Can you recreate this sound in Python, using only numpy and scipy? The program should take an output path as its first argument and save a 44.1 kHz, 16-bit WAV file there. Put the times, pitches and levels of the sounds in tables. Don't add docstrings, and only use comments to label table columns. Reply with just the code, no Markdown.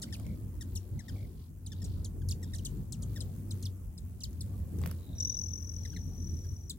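import sys
import numpy as np
from scipy import signal
from scipy.fft import rfft, irfft
from scipy.io import wavfile
from scipy.ndimage import uniform_filter1d

SR = 44100
rng = np.random.default_rng(int(sys.argv[2]) if len(sys.argv) > 2 else 0)


def generate_wav(sig):
    pcm = np.round(np.clip(np.atleast_2d(sig).T, -1, 1) * 32767).astype(np.int16)
    wavfile.write(sys.argv[1], SR, pcm)


def how_loud(loudness_db):
    steps = np.asarray(loudness_db, float) / 20
    return 10 ** steps


N = 298998
USUAL_DB = -50


def evened(x):
    return x / np.sqrt(np.mean(x ** 2) + 1e-20)


def read(points, hz):
    f, value = np.transpose(points)
    return np.interp(np.log(hz + 1), np.log(f + 1), value)


def curves(rows):
    s, *columns = np.transpose(rows)
    return [np.interp(np.arange(N) / SR, s, c) for c in columns]


def drift(hz):
    steps = rng.standard_normal(N // 64 + 2)
    slow = signal.sosfiltfilt(signal.butter(2, hz, fs=SR / 64, output="sos"), steps)
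    return evened(np.interp(np.arange(N) / 64, np.arange(len(slow)), slow))


def band(x, lo_hz, hi_hz):
    return signal.sosfilt(signal.butter(2, [lo_hz, min(hi_hz, SR / 2.1)], "band", fs=SR, output="sos"), x)


def sided(x, pan_db):
    return np.array([x * how_loud(pan_db / 2), x * how_loud(-pan_db / 2)])


def add(mix, s, sound):
    part = mix[:, round(s * SR):][:, :sound.shape[1]]
    part += sound[:, :part.shape[1]]


def visits(rows):
    edge_db, away_db = 4.5, 39
    s, stay, hz, db = np.transpose(rows)[:, :, None]
    t = np.arange(0, N + 256, 256) / SR
    gone_db = edge_db * (2 * (t - s) / stay) ** 2
    power = how_loud(2 * (db - np.minimum(gone_db, away_db)))
    pull = how_loud(db - np.minimum(gone_db, 200)) + 1e-30
    rate = (pull * hz).sum(0) / pull.sum(0)
    return curves(np.transpose([t, rate, 10 * np.log10(power.sum(0))]))


def wings(hz, db, orders, wobble, waver_db, pan_db):
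    beats = np.cumsum(hz * (1 + wobble * drift(11.9))) / SR
    hum = 0
    for k in range(1, 11):
        tone = np.sqrt(2) * np.cos(2 * np.pi * (k * beats + rng.random()))
        hum = hum + tone * how_loud(db + read(orders, k) + waver_db * min(k - 1, 3) * drift(8.7))
    return sided(hum, pan_db + 1.3 * drift(9.1)), beats


def near_birds():
    # middle in seconds, stay in seconds, strokes (twice the beat) in Hz, hum in dB.
    slow_visits = [(.45, 0.59, 83.2, -45), (1.05, 0.12, 89.65, -49), (1.38, 0.19, 78.53, -44.5),
                   (1.82, 0.29, 90.23, -37), (2.35, 0.5, 87.82, -38.5), (3.16, 0.32, 86, -44),
                   (3.61, 0.13, 93.57, -34.5), (4.06, 0.14, 78.7, -43.5), (4.36, 0.19, 80.77, -39),
                   (4.85, 0.29, 83.94, -34), (5.27, 0.1449, 91.32, -37.5), (5.57, 0.23, 81.5, -43.5),
                   (5.95, 0.38, 72.1, -44.5), (6.32, .2, 85.1, -37), (6.55, .3, 74.4, -43.5)]
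    # middle in seconds, stay in seconds, strokes (twice the beat) in Hz, hum in dB.
    fast_visits = [(.25, 0.45, 101.8, -43.5), (.75, 0.21, 91.73, -38.5), (1.17, 0.15, 100.1, -38.5),
                   (1.94, 0.15, 106.3, -43), (2.26, 0.13, 106.9, -45), (2.71, 0.21, 94.76, -39),
                   (3.16, .2, 102.7, -38), (3.33, 0.14, 86.55, -42), (3.55, .3, 101.2, -38.5),
                   (3.8, 0.19, 86.5, -44), (4.06, 0.16, 90.1, -41.5), (4.51, 0.15, 94.9, -37),
                   (4.82, 0.1501, 102.7, -41.5), (5.12, 0.12, 88.4, -40.5), (5.5, 0.39, 88.16, -38.5),
                   (5.87, 0.29, 87.53, -39), (6.17, 0.24, 86.37, -41.5), (6.47, 0.22, 92.5, -40)]
    # middle in seconds, stay in seconds, beat in Hz, hum in dB.
    side_visits = [(.45, 0.61, 64.06, -52), (1.1, 0.84, 52.6, -53.5), (1.85, .4, 48.05, -43.5),
                   (2.26, .2, 46.48, -37.5), (2.71, 0.2, 46.42, -36), (3.12, 0.33, 58.73, -42.5),
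                   (3.6, 0.49, 60.92, -51.5), (4.7, 0.68, 60.2, -47.5), (5.4, .5, 54.07, -48.5),
                   (5.85, 0.31, 54.09, -44.5), (6.25, 0.32, 45.48, -40), (6.7, 0.43, 49, -49.5)]
    # order of the beat, level in dB.
    facing = [(1, -26.5), (2, -2.5), (3, -21), (4, -20.5), (5, -22.5), (6, -29.5), (8, -33.5), (12, -42.5)]
    # order of the beat, level in dB.
    sideways = [(1, -5), (2, -6), (3, -11), (4, -16.5), (6, -27), (12, -38.5)]
    (slow_hz, slow_db), (fast_hz, fast_db) = visits(slow_visits), visits(fast_visits)
    slow, slow_beats = wings(slow_hz / 2, slow_db, facing, wobble=0.01005, waver_db=1.3, pan_db=1.5)
    fast, fast_beats = wings(fast_hz / 2, fast_db, facing, wobble=0.01004, waver_db=-0.23, pan_db=2.5)
    side, _ = wings(*visits(side_visits), sideways, wobble=0.01496, waver_db=0.0, pan_db=6.0)
    near_db = np.maximum(slow_db, fast_db) - USUAL_DB - 8.0
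    return slow + fast + side, (slow_beats, fast_beats), near_db


def trill():
    # time in seconds, level in dB.
    flight = [
        (5.17, -41),
        (5.22, -32),
        (5.46, -39),
        (5.64, -46.5),
        (5.74, -51),
        (5.86, -50.5),
        (6.12, -56),
        (6.27, -45.5),
        (6.66, -57.5),
    ]
    # time in seconds, peak in dB, left minus right in dB.
    downstrokes = [(5.1606, -55, 1.5), (5.1834, -32.5, -1), (5.2038, -23.5, 7), (5.2252, -27, 2),
                   (5.2492, -23.5, 8), (5.2728, -29.5, 2), (5.2967, -27, 11.5), (5.3204, -31, 9),
                   (5.343, -30, 7), (5.3689, -29, 9.5), (5.3898, -28, 13), (5.4138, -31, 8),
                   (5.4362, -31.5, 11.0), (5.4612, -32.5, 11.5), (5.4844, -36, 9.5), (5.5067, -40, 9.0),
                   (5.535, -33, 14), (5.5556, -34.5, 9), (5.577, -38, 12), (5.604, -45, 10),
                   (5.6258, -42, 10), (5.6453, -43, 3), (5.671, -43, 12), (5.6937, -35.5, 11),
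                   (5.7169, -43, 6), (5.739, -42, 7), (5.764, -37, 12.0), (5.7845, -44, 4),
                   (5.8126, -49, 15), (5.8336, -45, 6), (5.8541, -42, 3.0), (5.876, -46.5, 7.5),
                   (5.8997, -45, 6.0), (5.9218, -48, 6), (5.9476, -48, 6.5), (5.967, -49, 8),
                   (5.99, -52, 8), (6.0375, -57, 11), (6.0564, -56.5, 5), (6.0793, -60, 11),
                   (6.1111, -59, 8), (6.1341, -55, 2.0), (6.1501, -57.5, 5.5), (6.1784, -53, 8),
                   (6.2017, -48, 8), (6.2215, -47, 6), (6.2439, -48, 3.0), (6.27, -46, 7),
                   (6.2935, -46, 6.5), (6.3162, -51, 2.0), (6.3387, -50, 3.0), (6.3696, -45, 5),
                   (6.3889, -49, 4), (6.409, -54, 1.5), (6.4404, -58, 2.5), (6.4664, -55, 2.0),
                   (6.489, -50, 2), (6.5384, -60, 8), (6.5641, -51, 0), (6.5868, -62, 5)]
    hz, last_beat_hz, end_s = 5765, 42.5, 6.697
    drop_db_per_side_db = 0.24
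    t = np.arange(N) / SR
    db = curves(flight)[0]
    far_db = db.max() - db
    s, peak_db, side_db = np.transpose(downstrokes)
    count = np.append(0, np.cumsum(np.round(np.diff(s) * last_beat_hz)))
    beat_times = [s[0] - 1, *s, s[-1] + 1]
    beats = np.interp(t, beat_times, [-last_beat_hz, *count, count[-1] + last_beat_hz])
    edge = np.clip(np.minimum(t - s[0] + .012, end_s - t) / 0.004, 0, 1)
    place = (beats + .31) % 1 - .36
    hold = np.clip(.39 - far_db / 300, .3, 1)
    pulse = np.exp(-abs(place / np.where(place < 0, .07, hold)) ** 3)
    stroke_db = peak_db - drop_db_per_side_db * (side_db - 10) - 4
    stroke = how_loud(np.interp(np.floor(beats + .31), count, stroke_db)) * pulse
    stroke += how_loud(db - 15.5 + 0.4 * far_db)
    stroke *= how_loud(-6.0 * (t < s[2] - .002))
    pitch = hz + 400 * np.interp(place, [-.36, -.04, .2, .3, .45, .64], [.4, -.05, .1, .9, 1, .4])
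    pitch += (50 + 2.5 * far_db) * np.tanh(drift(220)) + 25 * drift(15)
    turns = 2 * np.pi * np.cumsum(pitch) / SR
    shared_db = 1.26 * drift(260) - 5 * np.exp(-((place - .2) / .04) ** 2) - 2.1 * (place > .2)
    paths = [turns, turns + 1.784 + 0.58 * drift(39.95)]
    tone = np.array([(np.sin(p) + how_loud(-27.0) * np.sin(2 * p)) * how_loud(shared_db + 0.6 * drift(180)) for p in paths])
    rush = rng.standard_normal((2, N))
    tone += how_loud(-33) * evened(band(rush, hz, 1.31 * hz))
    blur = np.clip((far_db - 4) / 40, .08, .4)
    lo_hz, hi_hz = .96 * hz, 1.075 * hz
    tone += blur * evened(band(band(rush, lo_hz, hi_hz), lo_hz, hi_hz))
    return sided(stroke * edge, np.interp(t, s, side_db) - 3) * tone


def chip(db, second_db, length_ms, top_hz, drop_ms, knee_hz, slide, fade_db, pan_db):
    # frequency in Hz, gain in dB.
    beak = [(2600, -3.5), (3300, -6.5), (4200, 2), (6000, 1), (8000, 4), (10000, -2.5), (12500, -10),
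            (16000, -13)]
    length_ms = 0.81 * length_ms
    ms = np.arange(0, length_ms, 1000 / SR)
    hz = knee_hz - slide * ms + (top_hz - knee_hz) * np.exp(-ms / drop_ms)
    turns = np.cumsum(hz) / SR
    catch_db = 2.3 * rng.standard_normal((4, 16))
    out = 0
    for k, order_db in ((1, 3.66), (2, second_db + 7.0), (3, second_db + .1), (4, second_db - 0.5)):
        db_k = order_db + read(beak, k * hz) + np.interp(ms, np.arange(16) * 2.51, catch_db[k - 1])
        out = out + how_loud(db_k) * np.sin(2 * np.pi * k * turns) * (k * hz < SR / 2)
    out = out + how_loud(-9) * evened(band(rng.standard_normal(2000), 4000, 14700))[:len(ms)]
    envelope = np.clip(ms / .9, 0, 1) * np.clip((length_ms - ms) / 7.0, 0, 1)
    return sided(how_loud(db + 5.0 - fade_db * ms / 24) * out * envelope, pan_db)


def chur(db, start_hz, bright_db, pan_db, second_db, third_db, length_ms, bend):
    # harmonic number, level in dB.
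    chur_orders = [(1, -0.5), (2, -4.5), (3, 1.5), (4, -2), (5, -7.5), (6, -11), (8, -26)]
    u = np.linspace(0, 1, round(length_ms * SR / 1000))
    warble = np.interp(u, np.linspace(0, 1, 8), .012 * rng.standard_normal(8))
    turns = np.cumsum(start_hz * (1 - bend * u ** 1.675 + warble)) / SR
    rasp = how_loud(2.6 * rng.standard_normal((8, 12)))
    out = 0
    for k in range(1, 9):
        db_k = read(chur_orders, k) + bright_db * (k > 1) + second_db * (k == 2) + third_db * (k == 3)
        rough = np.interp(u, np.linspace(0, 1, 12), rasp[k - 1])
        out = out + how_loud(db_k) * rough * np.sin(2 * np.pi * k * turns)
    out = out + how_loud(bright_db - 5) * evened(band(rng.standard_normal(2000), 4700, 15000))[:len(u)]
    return sided(how_loud(db + 4.0 - 8.1 * u) * out * signal.windows.tukey(len(u), .4), pan_db)


def clap(db, low_db, pan_db):
    t = np.arange(500) / SR
    burst = rng.standard_normal((2, 500))
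    crack = how_loud(db + 3.0) * evened(band(burst[0], 5800, 16000)) * np.exp(-t / 0.00081)
    thud = how_loud(low_db + 8.0) * evened(band(burst[1], 310, 1870)) * np.exp(-t / 0.0012)
    return sided(crack, pan_db + 9.5) + thud


def scuffle():
    size = round(.2 * SR)
    brush = evened(band(rng.standard_normal((2, N)), 553, 2894)) * how_loud(4.6 * drift(159))
    return how_loud(-62.5) * brush[:, :size] * np.hanning(size)


def peeps(length, beat_hz, hz, sag, db):
    t = np.arange(-.01, length + .01, 1 / SR)
    beat = np.round(t * beat_hz)
    loud, high, early = rng.standard_normal((40, 3))[beat.astype(int)].T
    arch_db = np.interp(t / length, [0, .2, 1], [-2, 0, -2])
    ms = 1000 * (t - beat / beat_hz)
    turns = np.cumsum(hz - sag * t - 30 * ms + 60 * high) / SR + early
    tone = np.sin(2 * np.pi * turns + np.array([[0], [1.2]]))
    peep = how_loud(4 * loud) * np.exp(-(ms / 2.2) ** 2) * tone * (beat >= 0) * (beat <= length * beat_hz)
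    haze = evened(band(rng.standard_normal((2, len(t))), .9 * hz, 1.06 * hz)) * signal.windows.tukey(len(t), .3)
    return how_loud(db + arch_db) * (peep + how_loud(-14) * haze)


def air(spectrum, size, patchy_db):
    # frequency in Hz, correlation from -1 to 1.
    likeness = [(60, 0.78), (180, 0.91), (550, 0.51), (1650, -0.069), (4970, -0.06), (15000, 0.037)]
    frames, hz = 4 * N // size + 5, np.fft.rfftfreq(size, 1 / SR)
    a, b, c, d, patches = rng.standard_normal((frames, len(hz), 5)).T
    patches = evened(uniform_filter1d(uniform_filter1d(patches, 8, 0), 6, 1))
    same = np.clip(read(likeness, hz), -1, 1)[:, None]
    left = a + 1j * b
    z = np.array([left, same * left + np.sqrt(1 - same ** 2) * (c + 1j * d)])
    z *= how_loud(read(spectrum, hz)[:, None] + patchy_db * patches)
    return evened(signal.istft(z, nperseg=size, noverlap=3 * size // 4)[1][:, :N])


def feather_hiss(beats, near_db, busy_db):
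    # time in seconds, level in dB.
    rustle = [(0.0, -66), (1.04, -66.5), (1.47, -66.5), (1.74, -69), (1.85, -68), (3.59, -64), (3.76, -66),
              (6.38, -66), (6.78, -67)]
    # frequency in Hz, density in dB per Hz.
    hiss_spectrum = [(600, -68), (900, 0), (1300, -4), (2600, -6.5), (4000, -13), (6500, -4.5), (14000, -2),
                     (16200, 1)]
    puffs = sum(how_loud(4.0 * drift(15)) * np.cos(2 * np.pi * b) ** 16 for b in beats)
    hiss_db = curves(rustle)[0] + 3.5 + 0.29 * busy_db + 0.19 * near_db
    return how_loud(hiss_db) * air(hiss_spectrum, size=512, patchy_db=1.5) * evened(1 + 0.5 * puffs)


def distant_whistles():
    # middle in seconds, stay in seconds, throb in Hz, level in dB.
    whines = [(.16, 0.33, 47.4, -68), (.76, 0.25, 45.9, -73), (1.14, 0.25, 48.2, -67.5),
              (1.42, 0.093, 45.8, -70), (1.88, 0.25, 51.13, -65.5), (2.62, 0.31, 48.3, -70),
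              (3.18, 0.26, 50.05, -69.5), (3.61, 0.14, 49.67, -71), (4.45, 0.46, 48.6, -75),
              (4.9, 0.19, 50.04, -68), (5.32, 0.4, 48.21, -74.5), (5.89, 0.24, 44.3, -70.5),
              (6.3, 0.45, 43.7, -75.5)]
    throb_hz, whine_db = visits(whines)
    throb = 1 + 0.43 * np.cos(2 * np.pi * np.cumsum(throb_hz) / SR)
    whine = evened(band(rng.standard_normal((2, N)), 3070, 5280)) * throb
    return how_loud(whine_db - 1.0) * whine


def flock_wash(busy_db):
    # frequency in Hz, density in dB per Hz.
    wash_spectrum = [(15, -10.5), (25, -2), (92, 1),  (125, -4.5), (206, -9.5), (706, -34), (1900, -50.5),
                     (3300, -120)]
    return how_loud(-44 + busy_db) * air(wash_spectrum, size=2048, patchy_db=3.5) * how_loud(0.46 * drift(26))


def flock():
    # time in seconds, level in dB.
    activity = [(0.0, -44), (0.91, -49.5), (0.96, -42), (1.02, -55), (1.11, -45), (1.55, -56.5),
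                (1.87, -46.5), (2.55, -47.5), (2.79, -44), (2.87, -50), (3.12, -44.5), (4.06, -52.5),
                (4.7, -45.5), (4.83, -37.5), (4.97, -46.5), (5.67, -50.5), (6.25, -47.5), (6.78, -55.5)]
    busy_db = curves(activity)[0] - USUAL_DB
    hum, beats, near_db = near_birds()
    return hum + feather_hiss(beats, near_db, busy_db) + distant_whistles() + flock_wash(busy_db)


def nearby(x):
    t = np.arange(3000) / SR
    sparse = rng.standard_normal((2, 3000)) * (rng.random((2, 3000)) < .3)
    taps = sparse * how_loud(-60 * t / 0.12) * (t > .003)
    return signal.fftconvolve(x, taps / np.linalg.norm(taps[0]), axes=1)[:, :N]


def housing(sound, lag):
    taps = np.zeros((2, 90))
    taps[[0, 1], [5, 5 + lag]] = 1
    taps[1, 10 + rng.integers(2, 9)] = .2
    echo = rng.random((2, 4, 2))
    for port in range(2):
        taps[port, (10 + 79 * echo[port, :, 0]).astype(int)] += .9 * (echo[port, :, 1] - .5)
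    return signal.fftconvolve(sound, taps / np.linalg.norm(taps, axis=1)[:, None], axes=1)


def scene():
    # start in seconds, level in dB, second harmonic in dB, length in ms.
    chip_calls = [(0.0177, -50, -3.5, 30), (0.139, -52.5, -15, 27), (0.7522, -54, 2.5, 37.3),
                  (1.662, -56, -0.5, 30.5), (1.8418, -56, -2, 37), (2.0446, -52, -0.5, 39.5),
                  (2.286, -51, 1, 34.0), (2.309, -46, -7, 27.8), (2.5467, -55, 2, 31),
                  (2.583, -56.5, -11, 28), (2.649, -48, -4, 34.0), (2.922, -48.5, -2.5, 51),
                  (3.021, -57.5, 1.5, 27.2), (3.2047, -47.5, -8.5, 30.2), (3.5072, -53, -5, 26.4),
                  (3.625, -54.5, -4.5, 33.8), (3.6532, -49, -17, 27.3), (3.977, -56.5, -6, 23.0),
                  (4.204, -59.5, -5.5, 37.8), (4.234, -46, -9, 32), (4.407, -54.5, 2, 21.7),
                  (5.199, -58, -5, 34.1), (6.6955, -44.5, -3.5, 33.7)]
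    # top in Hz, drop time in ms, knee in Hz, slide in Hz per ms.
    chip_sweeps = [(7740, 4.8, 3750.0, 54), (7150, 4.0, 3400, 63), (8400, 4.5, 3450.0, 28),
                   (5350, 6.4, 3000.0, 9), (9500, 4.0, 3450.0, 34.0), (8250, 5.0, 3300.0, 10.4),
                   (7500, 2.7, 4650.0, 65), (6680, 4.7, 5000, 120), (5200.0, 6.6, 3150.0, 22.0),
                   (7800.0, 2.3, 3450.0, 34.0), (8700, 4.0, 3880, 43), (8700, 3.1, 4200.0, 52),
                   (7800, 4.0, 3900.0, 50), (5600.0, 6.0, 3450.0, 23.6), (5800.0, 6.6, 3150.0, 22.0),
                   (7800.0, 5.0, 3000.0, 10.6), (6200.0, 7.7, 3454, 35.2), (5800.0, 8.0, 3150.0, 22.0),
                   (7900, 4.4, 3330, 22.0), (9250, 3.0, 4350.0, 58.0), (5960, 6.0, 3330, 10.0),
                   (9540, 4.0, 3900.0, 53), (9100, 2.2, 4500.0, 62)]
    # fade in dB, left minus right in dB.
    chip_places = [(13.1, 0), (5, -3), (4.006, 2), (16.98, -1.5), (13, 0.5), (15.53, -1), (14, -1), (7, -3),
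                   (13.86, -5), (8.01, 2), (5.5, -0.5), (21.8, 7.5), (10.1, -1.5), (14.5, 5), (7.04, 1.5),
                   (11, 1), (3.02, -5.5), (13.56, 1), (3.02, -2), (9.96, -0.5), (3.97, -1), (20.93, 8),
                   (11.1, 1)]
    # start in seconds, level in dB, start pitch in Hz, brightness in dB, left minus right in dB.
    chur_calls = [(0.026, -52, 1940, 4.5, -3), (0.123, -54.5, 1854, 2.5, 1), (0.607, -54.5, 1940, 6, -0.5),
                  (0.989, -52, 2100, -8, 5.5), (1.08, -54.5, 1894, -3, 2.5), (1.717, -60.5, 1828, 6.5, 2),
                  (1.816, -62.5, 1920, 7, -1), (2.215, -64.5, 1757, -4.5, -4),
                  (2.426, -55.5, 1968, 0, -2.5), (2.533, -54, 1941, 1.5, 1), (3.158, -51, 1930, -3.5, 1.5),
                  (5.849, -54.5, 2080, -5, 6), (5.928, -62.5, 1660, -2, 2), (5.962, -52, 2084, -10.5, 3.5),
                  (6.444, -64, 1697, 0, -6.5)]
    # second harmonic in dB, third harmonic in dB, length in ms, bend down from 0 to 1.
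    chur_voices = [(4, 1, 19, 0.3), (6, 2, 23, 0.3), (-0.5, -7, 25, 0.28), (1, 4, 26, 0.29),
                   (6, 1.5, 24, .25), (5, -0.5, 20.6, 0.21), (-2, -1, 19, .2), (3, .1, 14.63, 0.24),
                   (-3, 2, 23.8, .2), (5, 0.5, 18.4, .2), (5, 1, 25, 0.24), (9, 8, 16.5, 0.27),
                   (2, -1, 18, .25), (18, -0.5, 16, 0.23), (-8, -1.5, 14.7, 0.1)]
    chip_lags = [0, 4, 3, 2, 6, 1, 0, -2, 2, -1, 4, 0, -1, 5, 6, 0, -2, 5, -2, 3, 3, 1, 6]
    chur_lags = [5, 5, 2, -5, 1, 2, 2, 1, 1, 5, 3, 4, 2, 0, 2]
    # start in seconds, peak in dB, low part in dB, left minus right in dB.
    wing_claps = [(0.1645, -48, -77, -14), (0.198, -40.5, -59, -9), (0.266, -47, -56.5, -10),
                  (3.491, -62, -84, -7), (4.309, -57, -80, 2), (4.3304, -51, -76, -4),
                  (4.787, -43.5, -65, -9), (4.793, -54, -61, -5), (4.816, -48.5, -51, 7),
                  (4.8371, -53, -43, -12), (4.8595, -51, -43.5, -6), (4.874, -41, -53, -18),
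                  (4.8606, -36.5, -54, -18), (4.9122, -37.5, -59, -21), (4.9146, -52, -48, -8),
                  (4.849, -56, -63, -6), (4.867, -58, -59, -6), (4.883, -59, -60, -6),
                  (4.896, -56, -64, -6)]
    # first peep in seconds, length in seconds, beat in Hz, whistle in Hz, sag in Hz per second.
    faint_trills = [
        (4.992, .4, 49.8, 3900, 500),
        (.249, .1, 51.5, 2230, 0),
        (1.163, .1, 46, 2200, 0),
        (2.437, .07, 49.5, 3650, 900),
        (1.705, .08, 66, 3700, 900),
        (5.493, .04, 38, 3600, 3000),
        (.074, .02, 60, 2150, 6000),
    ]
    faint_levels = [-59, -58.5, -60, -61, -62, -65, -57]
    calls = np.zeros((2, N))
    chips = np.column_stack([chip_calls, chip_sweeps, chip_places])
    churs = np.column_stack([chur_calls, chur_voices])
    clap_lags = [2] * len(wing_claps)
    for voice, rows, lags in ((chip, chips, chip_lags), (chur, churs, chur_lags), (clap, wing_claps, clap_lags)):
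        for (s, *row), lag in zip(rows, lags):
            add(calls, s, housing(voice(*row), lag))
    add(calls, 4.77, scuffle())
    for (s, *row), db in zip(faint_trills, faint_levels):
        add(calls, s - .01, peeps(*row, db))
    loud = trill()
    return calls + loud + nearby(how_loud(-12.5) * calls + how_loud(-18) * loud) + flock()


def roll_off(x):
    return signal.sosfilt(signal.butter(12, 16720, fs=SR, output="sos"), x)


def record(dry):
    # frequency in Hz, left minus right in dB.
    ports = [(60, -0.5), (500, -0.5), (2000, 3.5), (5000, 2), (7500, 5.5), (10000, -8), (15000, -1)]
    hz = np.fft.rfftfreq(N, 1 / SR)
    tilt_db = read(ports, hz)
    bass = 1 / np.sqrt(1 + (42 / (hz + 1)) ** 16)
    treble = 1 / (1 + (hz / 15950) ** 400)
    balance = how_loud(np.array([tilt_db / 2, -tilt_db / 2]))
    return roll_off(irfft(rfft(dry) * bass * treble * balance, N))


dry = scene()
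out = record(dry)
generate_wav(out)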